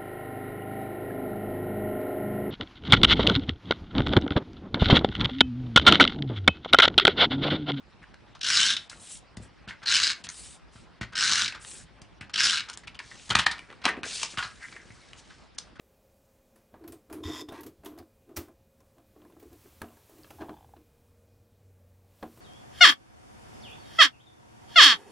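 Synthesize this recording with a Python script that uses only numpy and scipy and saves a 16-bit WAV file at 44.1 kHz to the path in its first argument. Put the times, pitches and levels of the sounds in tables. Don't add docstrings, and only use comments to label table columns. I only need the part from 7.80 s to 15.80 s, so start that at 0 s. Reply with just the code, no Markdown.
import sys
import numpy as np
from scipy import signal
from scipy.fft import rfft, irfft, next_fast_len
from scipy.io import wavfile
from scipy.ndimage import uniform_filter1d, minimum_filter1d, map_coordinates

SR = 44100
rng = np.random.default_rng(int(sys.argv[2]) if len(sys.argv) > 2 else 0)


def amplitude_ratio(level_db):
    exponent = np.asarray(level_db, float) / 20
    return 10 ** exponent


def pcm_store(signal):
    levels = np.round(np.clip(np.atleast_2d(signal), -1, 1) * 32767)
    wavfile.write(sys.argv[1], SR, levels.astype(np.int16).T)


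N = 352800


def unit(x):
    return x / np.sqrt(np.mean(x ** 2) + 1e-20)


def along(points, hz):
    f, v = np.transpose(points)
    return np.interp(np.log(hz + 1), np.log(f + 1), v)


def wobble(rate):
    knots = rng.standard_normal(int(N * rate / SR) + 4)
    return map_coordinates(knots, [np.arange(N) * rate / SR])


def filtered(x, response):
    m = next_fast_len(x.shape[-1] + 8192)
    return irfft(rfft(x, m) * response(np.fft.rfftfreq(m, 1 / SR)), m)[..., :x.shape[-1]]


def modes(table):
    def response(f):
        total = 0
        for k, (centre, width, db) in enumerate(table):
            damping = 1j * f * width
            total = total + (-1) ** k * amplitude_ratio(db) * damping / (centre * centre - f * f + damping)
        return total
    return response


def even(response):
    gain = np.sqrt(np.mean(np.abs(response(np.arange(1, SR // 2, 5.))) ** 2))
    return lambda hz: response(hz) / gain


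def patchy(x, patchy_db):
    z = signal.stft(x, nperseg=128)[2]
    field = uniform_filter1d(rng.standard_normal(z.shape), size=2, axis=0)
    field = uniform_filter1d(field, size=24, axis=1)
    return signal.istft(z * amplitude_ratio(patchy_db * unit(field)), nperseg=128)[1][:N]


# frequency in Hz, level in dB per Hz.
AIR_SPECTRUM = [(15, -28), (32, -8.5), (58, 5.5), (80, -2), (115, -1.5), (200, -4), (450, -11.5),
                (900, -12.5), (1400, -14.5), (2400, -18.5), (4000, -23.5), (5600, -27.5), (6300, -35),
                (10400, -41.5), (12000, -70)]
# frequency in Hz, left-right likeness from 0 to 1.
AIR_LIKENESS = [(60, 0.12), (220, 0.045), (800, 0.58), (2900, 0.79), (10600, 0.26)]


def air():
    turn = lambda hz: np.arccos(np.clip(along(AIR_LIKENESS, hz), -1, 1)) / 2
    pair = np.array([patchy(row, patchy_db=2.5) for row in rng.standard_normal((2, N))])
    mid, side = filtered(pair, lambda hz: amplitude_ratio(along(AIR_SPECTRUM, hz)) * [np.cos(turn(hz)), np.sin(turn(hz))])
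    return amplitude_ratio(-55) * unit(np.array([mid + side, mid - side]))


# frequency in Hz, level in dB per Hz.
CRACK_SPECTRUM = [(200, -30), (500, -16.5), (950, -3), (1500, -3), (2200, -4.5), (3200, -5), (4700, -8.5),
                  (7000, -19.5), (10500, -36), (13000, -54)]
# time in seconds, peak in dB, ring in Hz, t60 in seconds.
PATS = [(.2282, -41.5, 1610, 0.041), (1.1286, -39, 1380, 0.062), (1.9075, -30.5, 1510, 0.02),
        (1.919, -41.5, 1500, .09), (1.114, -36.5, 1430, .03), (7.768, -52, 1500, 0.068),
        (5.672, -18, 1590, 0.045), (5.565, -16.5, 2200, 0.041), (5.556, -12, 1770, 0.017),
        (2.0171, -41, 1560, .062), (2.4683, -29.5, 3850, 0.026), (3.7764, -41.5, 1570, 0.022),
        (3.848, -31.5, 3080, 0.015), (4.4091, -31.5, 2514, 0.056), (4.424, -36, 1650, 0.094),
        (4.8698, -38.5, 1540, 0.19), (5.2, -28, 1680, 0.055), (5.3128, -35, 1800, 0.074),
        (5.3962, -38.5, 2900, 0.031), (5.5099, -19, 1400, 0.11), (5.7119, -21.5, 4000, 0.05),
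        (5.7915, -30, 2500, 0.015), (5.9114, -39.5, 880, 0.028), (5.9259, -36.5, 1160, 0.029),
        (6.0624, -12.5, 880, 0.014), (6.058, -18, 2070, 0.015), (6.078, -17, 1150, 0.048),
        (6.0859, -16, 1840, 0.069), (6.087, -42, 3550, 0.029), (6.094, -26.5, 1850, 0.059),
        (6.4295, -27, 620, 0.025), (6.4305, -25, 950, .02), (6.053, -18, 760, .05), (6.165, -34, 700, .1),
        (.236, -42, 1650, .06), (5.73, -30, 1400, .05), (6.54, -39, 1300, 0.045),
        (.2175, -44.5, 1150, 0.062), (6.8839, -37.5, 2000, 0.026), (6.9624, -34.5, 1740, 0.063),
        (7.1028, -41, 2070, 0.087), (7.9904, -44, 1830, 0.047), (7.9954, -30, 1780, 0.068)]
# time in seconds, peak in dB, ring in Hz, t60 in seconds.
CLICKS = [(.3415, -36, 1610, 0.018), (.5491, -39.5, 1190, 0.071), (1.8745, -35, 1530, 0.18),
          (1.8845, -32.5, 2830, 0.081), (2.0262, -33.5, 1490, 0.26), (2.4996, -27.5, 6400, 0.024),
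          (2.9524, -44, 1370, 0.22), (3.2103, -26, 1960, 0.094), (3.2294, -30.5, 1440, 0.063),
          (3.3223, -33, 1520, 0.18), (3.7229, -26, 2300, 0.032), (3.7456, -33, 1300, 0.097),
          (3.9128, -35.5, 5740, 0.036), (4.4958, -35.5, 1600, 0.038), (4.8854, -32, 1410, 0.11),
          (5.033, -41.5, 1940, 0.069), (5.0715, -31, 2720, 0.054), (5.079, -31, 2060, 0.028),
          (5.1447, -36, 2920, 0.093), (5.1902, -25.5, 2130, 0.033)]
# time in seconds, peak in dB, ring in Hz, t60 in seconds.
TICKS = [(1.0965, -30.5, 3850, 0.062), (1.5684, -33, 1930, 0.043), (2.4394, -28.5, 2780, 0.078),
         (2.4893, -20.5, 6330, 0.0095), (4.2161, -40, 2360, 0.047), (.407, -66, 3250, .015),
         (.492, -68, 3200, 0.013), (.593, -45, 3900, .015), (4.8981, -23, 1390, 0.022),
         (4.9298, -34, 3190, 0.059), (4.9358, -34, 5800, 0.035), (4.9742, -24, 6360, 0.004),
         (4.976, -41, 3500, 0.026), (4.889, -32.5, 5500, .008), (5.4922, -28.5, 1630, 0.096),
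         (6.4303, -16.5, 2840, 0.014), (7.781, -38, 5530, .03), (7.7846, -19.5, 5870, 0.0021),
         (7.7862, -21.5, 5350, 0.0032), (7.7876, -22, 4520, 0.0048), (7.792, -58, 5530, 0.078),
         (7.747, -56, 7000, .03)]
# time in seconds, peak in dB, ring in Hz, t60 in seconds.
KNOCKS = [(5.5024, -15.5, 3400, 0.045), (5.507, -12.5, 3280, 0.028), (5.5518, -5, 1810, .012),
          (5.5545, -4.5, 3270, 0.0092), (5.5863, -13, 3150, 0.11), (5.5926, -14, 1440, 0.072),
          (5.6625, -14.5, 3780, 0.023), (5.6655, -5, 1820, 0.022), (5.78, -34, 2650, 0.022),
          (5.901, -36.5, 1900, 0.033), (6.0154, -39.5, 1900, 0.13), (6.0421, -25.5, 1020, 0.11),
          (6.0526, -10, 2850, 0.018), (6.0535, -13.5, 4660, 0.012), (6.2322, -21.5, 2580, 0.023),
          (6.238, -24, 1480, 0.059), (6.5725, -20, 1410, 0.05), (6.5835, -20.5, 3120, 0.028),
          (6.598, -25.5, 1410, 0.13), (6.5905, -17, 1440, 0.034), (6.632, -29, 4300, 0.11),
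          (6.036, -32, 4200, 0.15), (6.6247, -19, 1580, 0.064), (6.645, -25.5, 1370, 0.12),
          (6.9239, -35, 1810, 0.041), (7.3325, -32, 2890, 0.0097), (7.5001, -40.5, 1700, 0.11),
          (7.9557, -45, 1560, 0.079)]


def taps():
    out, t = np.zeros(N + SR), np.arange(SR // 6) / SR
    chatter = amplitude_ratio(2.7 * wobble(520))
    kinds = [(TICKS, 28), (CLICKS, 4), (KNOCKS, -1), (PATS, -32.5)]
    for rows, treble_db in kinds:
        for s, db, ring_hz, t60 in rows:
            t60, start = np.clip(t60, .003, .3), round(s * SR)
            onset = (1 - np.exp(-t / (.016 * t60))) ** 2
            rattle = (1.1 * amplitude_ratio(-60 * t / min(.012, t60)) + amplitude_ratio(-60 * t / t60)) * onset
            burst = rattle * np.resize(chatter[start:], len(t)) * rng.standard_normal(len(t))
            tilt = lambda hz: amplitude_ratio(treble_db * np.clip(np.log2((hz + 1) / 2500) / 2, 0, 1.2))
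            ring = modes([(ring_hz, .16 * ring_hz, 5)])
            sound = filtered(burst, lambda hz: amplitude_ratio(along(CRACK_SPECTRUM, hz)) * tilt(hz) + ring(hz))
            out[start:][:len(t)] += amplitude_ratio(db) * sound / np.abs(sound).max()
    return out[:N]


# frequency in Hz, width in Hz, level in dB.
DESK_MODES = [(60.7, 16, -5), (110.8, 20.3, 2), (203.4, 66, -0.5), (359, 160, -5), (687, 90, 0)]
# time in seconds, push in dB.
THUDS = [(.2282, -56), (1.5702, -34.5), (1.599, -37.5), (1.8735, -40.5), (1.884, -49.5), (2.0283, -50.5),
         (2.442, -49), (2.9533, -45), (3.21, -29), (3.2282, -40), (3.3234, -56), (3.747, -53),
         (4.215, -45.5), (4.4085, -40), (5.493, -42), (5.5024, -34), (5.5095, -30), (5.552, -26.5),
         (5.5866, -31.5), (5.592, -56), (5.665, -44), (5.71, -43.5), (6.0142, -51), (6.044, -43.5),
         (6.0624, -58), (6.23, -42), (6.5747, -36.5), (6.6495, -48), (7.1008, -45.5), (7.9954, -27.5)]


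def thuds():
    pushes, t = np.zeros(N + SR), np.arange(SR // 50) / SR
    for s, db in THUDS:
        pushes[round(s * SR):][:len(t)] += amplitude_ratio(db + 27) * t / 0.0021 * np.exp(-t / 0.00084)
    return filtered(pushes[:N], modes(DESK_MODES))


# time in seconds, ring in Hz, level in dB.
SPAN_RING = [
    [(.62, 5430, 4), (.7, 5300, 1), (.76, 5040, 9), (.8, 3260, 8), (.85, 3070, 7.5), (.91, 3600, 8),
     (.97, 3600, 14.5)],
    [(2.06, 4350, 9.5), (2.12, 4900, 7.5), (2.17, 5300, 4.5), (2.2, 2640, 0), (2.24, 4800, 9),
     (2.29, 4500, 6), (2.33, 4140, 5)],
    [(3.35, 5500, 10), (3.42, 5200, 2), (3.46, 4000, 2.5), (3.55, 3880, 7), (3.62, 3520, 1.5),
     (3.68, 3560, 2.5)],
    [(4.55, 3100, 4), (4.6, 5400, 9.5), (4.65, 4950, 7), (4.69, 3000, 6.5), (4.74, 3950, 4.5),
     (4.8, 3570, 5)],
]


def span_ring(x):
    hz, t, z = signal.stft(x, SR, nperseg=256)
    s, ring_hz, db = np.transpose(np.concatenate(SPAN_RING))
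    widths_away = np.log2((hz[:, None] + 1) / np.interp(t, s, ring_hz)) / .12
    gain_db = np.interp(t, s, db) * np.exp(-widths_away ** 2 / 2)
    return signal.istft(z * amplitude_ratio(gain_db), SR, nperseg=256)[1][:N]


# time in seconds, level in dB.
STROKES = [
    [(.64, -45.5), (.69, -31.5), (.76, -24.5), (.83, -24.5), (.9, -28.5), (.955, -35.5)],
    [(2.075, -35), (2.12, -26), (2.16, -24.5), (2.19, -29), (2.245, -27.5), (2.31, -30.5), (2.335, -41)],
    [(3.36, -36.5), (3.41, -29), (3.48, -26), (3.62, -27.5), (3.67, -36.5)],
    [(4.57, -43.5), (4.61, -29), (4.65, -23.5), (4.72, -28), (4.78, -32), (4.82, -45.5)],
]


def pull():
    s, db = np.transpose(np.concatenate(STROKES))
    t = np.arange(N) / SR
    gate = np.zeros(N)
    for rows in STROKES:
        gate += np.clip(np.minimum(t - rows[0][0], rows[-1][0] - t) / .0084 + .5, 0, 1)
    return np.minimum(gate, 1), np.interp(t, s, db)


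# frequency in Hz, width in Hz, level in dB.
HOUSING_MODES = [(1150, 650, -10.5), (1560, 240, 1), (2280, 380, -6), (2890, 337, -1), (4130, 700, -2.5),
                 (4750, 340, 0.5), (5440, 1000, -1), (6730, 900, -1), (7770, 810, -4), (10600, 1100, -13)]
# time in seconds, peak in dB.
SLIPS = [(0.6075, -26), (0.6107, -14), (0.6295, -8), (0.642, -9), (0.65, -14.5), (0.6612, -11),
         (0.669, -14), (0.681, -11.5), (0.7, -5), (0.8607, -11), (0.8973, -18), (0.9027, -10),
         (0.9203, -23), (0.9642, -9.5), (2.0568, -14), (2.069, -13.5), (2.079, -20), (2.2524, -32),
         (3.352, -15), (3.3655, -19.5), (3.3757, -14.5), (3.4475, -18.5), (3.6553, -13), (3.677, -10),
         (4.5335, -22), (4.5375, -9), (4.556, -8.5), (4.575, -8), (4.5866, -13.5), (4.596, -16),
         (4.7937, -18)]
# time in seconds, peak in dB.
CATCHES = [(0.7307, -8), (0.7512, -7), (0.7698, -6), (0.8002, -5), (0.811, -8), (0.8285, -7.5),
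           (0.934, -15.5), (2.0931, -14.5), (2.099, -9), (2.1118, -9), (2.1204, -5.5), (2.1383, -9.5),
           (2.1447, -7), (2.1515, -5), (2.1632, -6), (2.1746, -12), (2.182, -15.5), (2.1874, -10),
           (2.1979, -5), (2.2169, -12), (2.2284, -9.5), (2.2341, -6), (2.2658, -13), (2.2739, -12.5),
           (2.2984, -18), (2.3137, -14), (3.3864, -11.5), (3.3964, -13.5), (3.4057, -8), (3.4155, -12),
           (3.423, -10), (3.4287, -11.5), (3.435, -7.5), (3.442, -10), (3.4583, -12), (3.4755, -11),
           (3.493, -12.5), (3.5137, -13), (3.5199, -7.5), (3.5308, -13.5), (3.5542, -12.5), (3.578, -9.5),
           (3.5917, -10), (3.617, -6.5), (3.6317, -15.5), (3.6432, -12.5), (4.6016, -9.5), (4.6102, -11.5),
           (4.6318, -9), (4.6386, -10), (4.6496, -12.5), (4.6544, -12), (4.6948, -6.5), (4.7056, -13.5),
           (4.729, -13.5), (4.7348, -17), (4.741, -14.5), (4.7542, -18), (4.7703, -12), (4.7796, -15.5)]
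BODY_DB = [-4.5, -3.5, -3, -2.5]
BODY_GROWS = [.35, .06, .06, .03]


def runner():
    gate, level_db = pull()
    over_db = level_db + 26
    treble_db = -4 + .45 * over_db
    stroke = np.searchsorted([rows[-1][0] + .2 for rows in STROKES[:-1]], np.arange(N) / SR)
    body_db = np.array(BODY_DB)[stroke] + np.array(BODY_GROWS)[stroke] * over_db

    rate = 240 * amplitude_ratio(0.74 * np.clip(level_db + 25.5, -20, 3))
    turns = np.cumsum(rate * amplitude_ratio(1.4 * wobble(45))) / SR
    quick = np.diff(np.floor(turns), prepend=0) * amplitude_ratio(2.1 * rng.standard_normal(N))
    slow, hard = np.zeros(N), np.zeros(N)
    slow[[round(s * SR) for s, db in SLIPS]] = amplitude_ratio(np.array(SLIPS)[:, 1] + 1)
    hard[[round(s * SR) for s, db in CATCHES]] = amplitude_ratio(np.array(CATCHES)[:, 1] - 19)

    t = np.arange(SR // 25) / SR
    slip = (amplitude_ratio(-60 * t / 0.015) + 0.067 * amplitude_ratio(-60 * t / 0.063)) * (1 - np.exp(-t / 0.0038)) ** 2
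    catch = np.exp(-((t - .003) / .0015) ** 2)
    stream = signal.fftconvolve(quick, amplitude_ratio(-60 * t / .012))[:N]
    stream = stream / np.abs(uniform_filter1d(stream, size=1100) + .01) * .55 + .45
    force = gate * amplitude_ratio(level_db - 4.5) * stream
    force = force + signal.fftconvolve(slow, slip)[:N] + signal.fftconvolve(hard, catch)[:N]

    teeth = gate * amplitude_ratio(level_db + 7) * quick + amplitude_ratio(13) * np.roll(hard, round(.003 * SR))
    click = lambda hz: 1j * hz / (2200 + 1j * hz) / (1 + 1j * hz / 7000) ** 2
    drive = patchy(force * rng.standard_normal(N), patchy_db=2) + filtered(teeth, click)

    shell = lambda hz: modes(HOUSING_MODES)(hz) * (1j * hz / (800 + 1j * hz)) ** 3
    high = lambda hz: 1 / (1 + (5000 / (hz + 1)) ** 8)
    low = lambda hz: 1 / (1 + (hz / 2450) ** 12)
    middle = filtered(drive, even(lambda hz: shell(hz) * (1 - high(hz) - low(hz))))
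    bright = amplitude_ratio(treble_db) * filtered(drive, even(lambda hz: shell(hz) * high(hz)))
    body = amplitude_ratio(body_db) * filtered(drive, even(lambda hz: shell(hz) * low(hz)))
    desk = filtered(drive, even(lambda hz: modes(DESK_MODES)(hz) / (1 + (hz / 900) ** 2)))
    return span_ring(amplitude_ratio(-1) * (middle + bright)) + body + amplitude_ratio(-24.5) * desk


def noise(spectrum, grain_db, patchy_db):
    rough = amplitude_ratio(grain_db * wobble(260)) * rng.standard_normal(N)
    return unit(filtered(patchy(rough, patchy_db), lambda hz: amplitude_ratio(along(spectrum, hz))))


def swell(start, rise, fall, edge_db, fade=0.031):
    gain, end = np.zeros(N), start + rise + fall
    near = slice(max(round((start - fade) * SR), 0), round((end + fade) * SR))
    t = np.arange(N)[near] / SR
    gate = np.clip(np.minimum(t - start, end - t) / fade + .5, 0, 1)
    gain[near] = gate * amplitude_ratio(np.interp(t, [start, start + rise, end], [-edge_db, 0, -edge_db]))
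    return gain


# frequency in Hz, level in dB per Hz.
FIZZ_SPECTRUM = [(4500, -41), (6500, -7), (8000, 1), (10500, -3.5), (13000, -47)]
# frequency in Hz, level in dB per Hz.
HISS_SPECTRUM = [(1500, -19.5), (2600, -7), (4000, -6), (6000, -7), (8000, -13), (11000, -50)]
# frequency in Hz, level in dB per Hz.
SCRAPE_SPECTRUM = [(600, -42.5), (1050, -17.5), (1400, -6.5), (1600, 0), (2150, -1.5), (2600, -14.5),
                   (4000, -40.5)]
# frequency in Hz, level in dB per Hz.
BOARD_SPECTRUM = [(90, -40), (170, -6), (300, 0), (550, -4), (900, -16), (1400, -45)]
# start in seconds, speeding up in seconds,
# slowing down in seconds, hiss in dB, fizz over hiss in dB.
SLIDES = [(1.1, 0.02, 0.067, -59, 3), (1.188, 0.036, 0.099, -54, 3.5), (1.283, 0.043, 0.059, -50, 7.5),
          (1.608, 0.022, 0.043, -60, 2), (2.49, 0.088, 0.19, -52, 5.5), (2.922, 0.017, 0.11, -62, -2),
          (3.806, 0.11, 0.12, -51, 5), (5.222, 0.32, 0.095, -52.5, -5), (6.253, .12, 0.093, -36, -6.5),
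          (6.452, 0.063, 0.061, -48.5, -5.5), (6.81, 0.021, 0.15, -59.5, -2.5),
          (6.95, 0.18, 0.34, -62.5, -6.5), (7.368, 0.028, 0.02, -57, -6), (7.43, 0.074, 0.17, -63, -8.5),
          (7.79, 0.028, 0.082, -75, 4)]
# start in seconds, rise in seconds, fall in seconds,
# scrape in dB, board over scrape in dB.
SCUFFS = [(1.11, 0.01, 0.024, -51.5, -6), (1.61, 0.048, 0.037, -62.5, 6.5),
          (2.467, 0.016, 0.036, -49, -13.5), (1.895, 0.012, 0.029, -48.5, -17),
          (3.74, 0.032, 0.088, -57.5, -5), (3.928, 0.04, 0.056, -62.5, 0),
          (5.893, 0.023, 0.035, -70.5, 23.5), (6.132, 0.062, 0.032, -67.5, 28),
          (6.28, 0.18, 0.019, -52, -22), (6.518, 0.021, 0.012, -62, 7), (6.811, 0.039, 0.011, -40, -30),
          (6.87, 0.094, 0.083, -58, 1.5), (7.05, 0.21, 0.27, -64, -3)]
# time in seconds, t60 in seconds,
# scrape in dB, hiss over scrape in dB, board over scrape in dB.
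SETTLES = [(.98, 0.56, -67, 10, -6), (1.915, 0.17, -58, -16.5, -10), (2.35, 0.76, -59.5, 0, -15.5),
           (3.69, 0.22, -39, -13, -23.5), (4.82, 0.72, -56, -7, -12), (5.22, 0.21, -60, -15, -4),
           (5.51, 1, -39, -9.5, -6.5), (6.059, 0.19, -38, -43, 10.5), (6.245, 0.12, -43, -7, 8),
           (6.44, 0.092, -70, -2, 20), (6.58, 0.99, -53.5, 3.5, -13)]


def paper():
    gain, t = np.zeros((4, N)), np.arange(N) / SR
    for start, rise, fall, db, fizz_db in SLIDES:
        gain[0] += amplitude_ratio(db + fizz_db) * swell(start, rise, fall, edge_db=10.5)
        gain[1] += amplitude_ratio(db) * swell(start, rise, fall, edge_db=5)
    for start, rise, fall, db, board_db in SCUFFS:
        gain[2:] += amplitude_ratio([[db], [db + board_db]]) * swell(start, rise, fall, edge_db=8)
    for s, t60, db, hiss_db, board_db in SETTLES:
        near = slice(max(round(s * SR) - 500, 0), round((s + t60) * SR))
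        fall = np.clip((t[near] - s) / .019 + .5, 0, 1) * amplitude_ratio(-60 * np.abs(t[near] - s) / t60)
        layers_db = db + np.array([[hiss_db - 7.5], [hiss_db], [0], [board_db]])
        gain[:, near] += amplitude_ratio(layers_db) * fall
    drag = wobble(45)
    fizz = amplitude_ratio(0.81 * drag) * noise(FIZZ_SPECTRUM, grain_db=1.5, patchy_db=1.5)
    hiss = amplitude_ratio(0.19 * drag) * noise(HISS_SPECTRUM, grain_db=2.5, patchy_db=-2)
    scrape = amplitude_ratio(1.5 + 0.57 * drag) * noise(SCRAPE_SPECTRUM, grain_db=0, patchy_db=6.5)
    board = amplitude_ratio(-2 + 1.3 * wobble(25)) * noise(BOARD_SPECTRUM, grain_db=7.5, patchy_db=-0.5)
    return (gain * [fizz, hiss, scrape, board]).sum(axis=0)


# frequency in Hz, t60 in seconds.
ROOM_T60 = [(200, 0.32), (2000, 0.26), (5000, 0.2), (10000, 0.1)]


def room(x):
    out, step = np.zeros((2, N + SR)), SR // 4
    for start in range(0, N, step):
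        hz, t, z = signal.stft(rng.standard_normal((2, SR // 3)), SR, nperseg=256)
        decay = amplitude_ratio(-60 * t / along(ROOM_T60, hz)[:, None])
        tail = signal.istft(z * decay, SR, nperseg=256)[1]
        wet = signal.fftconvolve(x[None, start:start + step], tail / np.linalg.norm(tail[0]), axes=1)
        first = start + 130
        out[:, first:first + wet.shape[1]] += wet
    return out[:, :N]


# frequency in Hz, level in dB relative to the shared sound.
PORT_DIFFERENCE = [(200, -18.5), (1000, -25.5), (2500, -22), (5000, -15.5), (9000, -5.5)]


def scene():
    desk = runner() + paper() + taps() + thuds()
    tail, other = room(desk)
    lagged = filtered(desk, lambda hz: (0.16 + .4j) * amplitude_ratio(along(PORT_DIFFERENCE, hz)))
    side = lagged + filtered(other, lambda hz: amplitude_ratio(along(PORT_DIFFERENCE, hz) - 5))
    return (desk + amplitude_ratio(-9.5) * tail + np.array([side, -side])) * amplitude_ratio([[.3], [-.3]]) + air()


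def hushed(x):
    treble = filtered(x, lambda hz: 1 / (1 + (4200 / (hz + 1)) ** 6))
    power = np.abs(uniform_filter1d(treble.mean(axis=0) ** 2, size=90))
    now_db = 10 * np.log10(power + 1e-12)
    ahead = round(.013 * SR)
    soon_db = np.roll(-minimum_filter1d(-now_db, size=ahead), -(ahead // 2))
    depth = uniform_filter1d(np.clip((soon_db - now_db - 17) / 8, 0, 1), size=60)
    return x - treble * (1 - amplitude_ratio(-20 * np.roll(depth, -SR // 300)))


def band_limit(x):
    return signal.sosfilt(signal.butter(12, 11180, fs=SR, output="sos"), x)


def record(dry):
    shelf = lambda hz: amplitude_ratio(-39.5) / (1 + (hz / 10900) ** 30)
    band = lambda hz: 1 / (1 + (hz / 10285) ** 100) + shelf(hz)
    mix = filtered(hushed(dry), band)
    return band_limit(mix)


dry = scene()
out = record(dry)
pcm_store(out)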